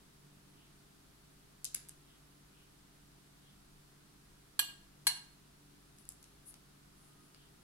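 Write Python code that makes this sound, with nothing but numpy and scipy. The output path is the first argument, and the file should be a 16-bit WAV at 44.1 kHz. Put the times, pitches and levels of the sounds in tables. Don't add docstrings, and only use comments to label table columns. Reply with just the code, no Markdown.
import sys
import numpy as np
from scipy import signal
from scipy.fft import rfft, irfft
from scipy.io import wavfile
from scipy.ndimage import uniform_filter1d

SR = 44100
rng = np.random.default_rng(int(sys.argv[2]) if len(sys.argv) > 2 else 0)


def bounce(signal):
    frames = np.transpose(np.atleast_2d(signal))
    limited = np.clip(frames, -1, 1)
    pcm = np.round(limited * 32767).astype(np.int16)
    wavfile.write(sys.argv[1], SR, pcm)


N = 336483

# frequency in Hz, 60 dB decay time in s, level in dB when the
# spoon strikes the wall, level in dB when it is laid on the rim, left-right difference in dB.
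BOWL_MODES = [(827, 0.041, -40.5, -34.5, -23), (963, 0.037, -39.5, -31, -10),
              (1118, 0.036, -37.5, -54, -14), (1633, 0.064, -29.5, -30.5, -1),
              (1744, 0.038, -39.5, -27.5, -3), (2198, 0.077, -66, -30, 1), (2445, 0.068, -37, -40, -8),
              (2854, 0.077, -28, -32, -2.5), (3190, 0.042, -26, -33.5, -20), (3350, 0.045, -33.5, -41, -18),
              (3545, 0.042, -32, -44, 3), (4114, 0.12, -37, -27.5, 3), (4290, 0.11, -38, -22.5, 2),
              (4333, 0.043, -25, -36, -17), (5000, 0.1, -44, -48.5, 10), (5430, 0.046, -50, -41, -9),
              (5920, 0.12, -38, -39, 7), (6580, 0.15, -52, -40, -3), (7580, 0.036, -26.5, -38, -3),
              (7807, 0.064, -26.5, -29.5, -2), (8700, .06, -31.5, -57, -3), (8760, 0.072, -45, -32, -18),
              (9750, 0.078, -30, -22.5, 15), (10100, .06, -34, -37, -1), (10400, .05, -40, -34, 8),
              (11080, .06, -32, -37.5, 6), (10760, .05, -33, -44, 22), (11940, 0.051, -29, -36.5, -7),
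              (12500, 0.054, -25, -47.5, -21), (12860, 0.049, -27, -57.5, -19), (13720, .1, -58, -55, -1)]
# start in s, gain of the ring in dB, clatter level in dB, clatter decay time in s,
# place of contact from 0 (wall) to 1 (rim).
CLINKS = [(4.5921, 0, -29, 0.043, 0.014), (5.0682, 2, -25.5, 0.07, 0.82)]
# frequency in Hz, relative density in dB per Hz.
CLATTER_SPECTRUM = [(100, -28), (350, -7), (560, -18), (900, 3), (1250, -16), (1650, 2), (2100, -3),
                    (3000, -4), (4500, 8.5), (6500, -9), (7700, 3), (11000, 4.5), (13000, 6.5),
                    (15000, -32)]
# frequency in Hz, left-right difference in dB.
CLATTER_SIDE = [(300, -3), (900, -2), (1600, 17), (3300, -12), (7500, 0), (10500, 5), (12800, -1)]
MODE_RISE_S, CLATTER_RISE_S = .0004, 0.00022

# start in s, level in dB, thud relative to the snap in dB,
# brightness in dB per octave.
SNAPS = [(1.6448, -25.5, -22, 1.5), (1.651, -27.5, -31, -3), (1.6530, -28.5, -24, -3),
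         (1.7443, -32.5, -13, 5), (1.7462, -27, -10, 6), (1.7484, -21.5, -17, 12), (1.887, -42.5, -14, 7),
         (1.893, -36.5, -19, 4), (5.985, -52.5, -22, -4), (6.053, -53, -10, 1), (6.0900, -32, -27, 3.5),
         (6.121, -48, -20, 6), (6.228, -49, -16, 0), (6.2414, -50.5, -4, -6), (6.541, -49, 0, 1),
         (7.346, -58, 8.5, -10)]
# frequency in Hz, relative density in dB per Hz.
PAPER_SPECTRUM = [(800, -41), (2000, -38), (3000, -10), (4400, -8), (5600, -3), (7300, 0.5), (8600, 1.5),
                  (10200, 3), (11600, 2), (13200, -11), (15500, -22)]
# frequency in Hz, relative density in dB per Hz.
THUD_SPECTRUM = [(100, -8), (600, -14), (1400, 0.5), (3000, 2.5), (5000, 2.5), (9000, -20)]
BRIGHTNESS_PIVOT_HZ = 8000
SNAP_T60_S, SNAP_HARD_DB, SNAP_DOUBLING_DB = 0.0079, -26, 33
SNAP_SIDE_DB = 3

# middle in s, half length in s, level in dB.
RUBS = [(6.0, 0.028, -67), (6.25, .14, -77), (6.489, .027, -53), (6.54, 0.071, -78), (7.04, .095, -72),
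        (7.25, .065, -75)]
# multiple of the pitch, relative density in dB.
RUB_SPECTRUM = [(.2, -31), (.6, -16), (.83, -8), (.92, 3), (1, 5), (1.08, 0), (1.22, -9), (1.5, -28)]
RUB_HZ = 10170

# middle in s, level in dB.
BUMPS = [(3.74, -64), (4.3, -69), (4.85, -66)]
# multiple of the pitch, relative density in dB.
BUMP_SPECTRUM = [(.3, -13), (1, 4), (1.6, -8), (3, -30), (10, -70)]
BUMP_HALF_S, BUMP_HZ = .07, 35

# middle in s, pitch in Hz.
CHIRPS = [(.63, 3000), (2.12, 3200), (2.6, 2950), (3.48, 3380), (7.43, 3300)]
# multiple of the pitch, relative density in dB.
CHIRP_SPECTRUM = [(.6, -47), (.85, -8), (1, -4), (1.15, -11), (1.6, -38)]
CHIRP_HALF_S, CHIRP_DB = .066, -72
# multiple of the pitch, relative density in dB.
WHINE_SPECTRUM = [(.9, -60), (.98, -14), (1, 0), (1.02, -14), (1.1, -60)]
WHINE_MIDDLE_S, WHINE_HALF_S, WHINE_DB, WHINE_HZ = 7.13, .2, -78, 1245

# frequency in Hz, mean level in dB rms.
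HUM_LINES = [(48.4, -74.5), (145.2, -70.5), (193.6, -77), (290.4, -78), (339, -86), (403.7, -83),
             (678, -90), (8301, -90)]
# frequency in Hz, relative density in dB per Hz.
AIR_SPECTRUM = [(20, -6), (45, -4.5), (65, -8.5), (130, -6.5), (260, -7), (380, -9.5), (520, -17.5),
                (850, -16.5), (1350, -15.5), (2200, -21), (4400, -20.5), (6500, -24), (11000, -23.5),
                (15500, -30.5)]
AIR_DB = -64
# frequency in Hz, likeness.
AIR_LIKENESS = [(60, 0.9), (150, 0.86), (380, -0.14), (950, -3.07), (2380, 0), (5980, -0.47),
                (15000, -0.06)]

# frequency in Hz, 60 dB decay time in s.
ROOM_T60 = [(200, 0.43), (1500, 0.47), (4200, 0.41), (8000, 0.36), (12000, 0.26), (16000, 0.16)]
# frequency in Hz, gain in dB.
MICROPHONE = [(1000, 0), (11000, 1), (13000, -0.5), (14200, -1), (15500, 0.5)]
EDGE_HZ = 15900
PORT_LAG_S, PORT_SCATTER_S = .0001, .00006


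def clinks():
    out, t = np.zeros((2, N)), np.arange(2 ** 13) / SR
    clatter_side_db = read(CLATTER_SIDE, np.fft.rfftfreq(len(t), 1 / SR))
    for start, ring_db, clatter_db, clatter_t60, place in CLINKS:
        for hz, t60, wall_db, rim_db, side_db in BOWL_MODES:
            mode_db = ring_db + np.interp(place, [0, 1], [wall_db, rim_db])
            tone = ring(hz, blow(t, t60, rise=MODE_RISE_S), chatter=0.31)
            add(out, start, amp(mode_db) * pan(side_db) * tone)
        rattle = noise(CLATTER_SPECTRUM, len(t), side_db=clatter_side_db)
        add(out, start, amp(clatter_db) * rattle * blow(t, clatter_t60, rise=CLATTER_RISE_S))
    return out


def ring(hz, envelope, chatter):
    t = np.arange(len(envelope)) / SR
    rattle = unit(uniform_filter1d(rng.standard_normal((2, len(t))), size=140))
    shake = 1 + chatter * (rattle[0] + 1j * rattle[1])
    carrier = at_ports(hz)[:, None] * np.exp(2j * np.pi * hz * t)
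    wave = envelope * (shake * carrier).real
    return unit(wave) * np.sqrt(np.mean(envelope ** 2) / 2)


def snaps():
    out, t = np.zeros((2, N)), np.arange(2 ** 10) / SR
    for start, db, thud_db, bright_db in SNAPS:
        t60 = SNAP_T60_S * 2 ** ((SNAP_HARD_DB - db) / SNAP_DOUBLING_DB)
        spectrum = [(hz, level + bright_db * np.log2(hz / BRIGHTNESS_PIVOT_HZ)) for hz, level in PAPER_SPECTRUM]
        crack = noise(spectrum, len(t)) * blow(t, t60, rise=0.00013)
        thud = amp(thud_db) * noise(THUD_SPECTRUM, len(t)) * blow(t, 0.01, rise=0.00039)
        add(out, start, amp(db) * pan(SNAP_SIDE_DB) * (crack + thud))
    return out


def rubs():
    strokes = [(middle, half, db, RUB_HZ) for middle, half, db in RUBS]
    return swells(strokes, RUB_SPECTRUM, grain_db=2, side_db=6)


def bumps():
    return swells([(middle, BUMP_HALF_S, db, BUMP_HZ) for middle, db in BUMPS], BUMP_SPECTRUM)


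def far_sounds():
    chirp_rows = [(middle, CHIRP_HALF_S, CHIRP_DB, hz) for middle, hz in CHIRPS]
    whine_rows = [(WHINE_MIDDLE_S, WHINE_HALF_S, WHINE_DB, WHINE_HZ)]
    return swells(chirp_rows, CHIRP_SPECTRUM) + swells(whine_rows, WHINE_SPECTRUM)


def swells(rows, spectrum, grain_db=0, side_db=0):
    out = np.zeros((2, N))
    for middle, half, db, hz in rows:
        t = np.arange(-2 * half, 2 * half, 1 / SR)
        catches = unit(uniform_filter1d(rng.standard_normal(len(t)), size=40))
        band = unit(amp(grain_db * catches) * noise(spectrum, len(t), hz))
        envelope = np.exp(-(t / half) ** 2)
        add(out, middle + t[0], amp(db) * pan(side_db) * envelope * band)
    return out


def hum():
    t = np.arange(N) / SR
    lines = np.zeros(N)
    for hz, db in HUM_LINES:
        level = amp(db + 1.7 * drift(rate=4.1))
        lines += level * np.sin(2 * np.pi * hz * t + 0.37 * drift(rate=3.0))
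    return np.sqrt(2) * lines


def drift(rate):
    t = np.arange(0, N, 256)
    waves = sum(np.sin(2 * np.pi * (f * t / SR + rng.random())) for f in rng.uniform(0, rate, size=16))
    return np.interp(np.arange(N), t, unit(waves))


def air():
    hz = np.fft.rfftfreq(N, 1 / SR)
    left, other = rfft(rng.standard_normal((2, N)))
    same = np.clip(read(AIR_LIKENESS, hz), 0, 1)
    right = same * left + np.sqrt(1 - same ** 2) * other
    return amp(AIR_DB) * unit(irfft(np.array([left, right]) * amp(read(AIR_SPECTRUM, hz)), N))


def kitchen(x, wet_db, early_db, gap, treble_db):
    size = 2 ** 15
    taps = rng.standard_normal((2, size)) * (rng.random((2, size)) < .15)
    hz, t, bands = signal.stft(taps, SR, nperseg=256)
    decay = amp(-60 * t / read(ROOM_T60, hz)[:, None])
    tail = signal.istft(bands * decay, SR, nperseg=256)[1][:, :size]
    fade_in = np.clip(np.arange(size) / (gap * SR) - 1, 0, 1)
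    tail = amp(wet_db) * unit(tail * fade_in) / np.sqrt(size)
    delays = gap + rng.uniform(0, 0.015, size=(2, 8))
    for side in (0, 1):
        tail[side, (delays[side] * SR).astype(int)] += amp(early_db) * rng.choice([-1, 1], size=8)
    tail = irfft(rfft(tail) * amp(treble_db * np.fft.rfftfreq(size, 1 / SR) / EDGE_HZ))
    spread = np.array([x[0] + x[1], x[1] - x[0]]) / np.sqrt(2)
    return x + signal.fftconvolve(spread, tail, axes=1)[:, :N]


def at_ports(hz):
    start, scatter = np.exp(2j * np.pi * rng.random(np.shape(hz))), rng.standard_normal(np.shape(hz))
    lag = PORT_LAG_S + PORT_SCATTER_S * scatter
    return np.array([start * np.exp(-2j * np.pi * hz * lag), start])


def noise(spectrum, size, pitch=1, side_db=0):
    hz = np.fft.rfftfreq(size, 1 / SR)
    bins = at_ports(hz) * amp(read(spectrum, hz / pitch)) * pan(side_db)
    return unit(irfft(bins, size))


def blow(t, t60, rise):
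    return (1 - np.exp(-t / rise)) * amp(-60 * t / t60)


def pan(side_db):
    gains = amp(np.array([[.5], [-.5]]) * side_db)
    return gains / np.sqrt(np.mean(gains ** 2, axis=0))


def add(mix, s, sound):
    part = mix[:, round(s * SR):][:, :sound.shape[1]]
    part += sound[:, :part.shape[1]]


def read(points, hz):
    f, value = np.transpose(points)
    return np.interp(np.log(hz + 1e-6), np.log(f), value)


def amp(db):
    return 10 ** (np.asarray(db) / 20)


def unit(x):
    return x / np.sqrt(np.mean(x ** 2) + 1e-20)


def scene():
    bowl = kitchen(clinks(), wet_db=-10.5, early_db=-29, gap=.008, treble_db=-3)
    paper = kitchen(snaps() + rubs(), wet_db=-3.0, early_db=-13.0, gap=.006, treble_db=-15.5)
    return bowl + paper + bumps() + far_sounds() + hum() + air()


def record(dry):
    response = amp(read(MICROPHONE, np.fft.rfftfreq(N, 1 / SR)))
    heard = irfft(rfft(dry) * response, N)
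    band_limit = signal.firwin(511, EDGE_HZ, window=("kaiser", 9), fs=SR)
    return signal.oaconvolve(heard, band_limit[None], "same")


dry = scene()
out = record(dry)
bounce(out)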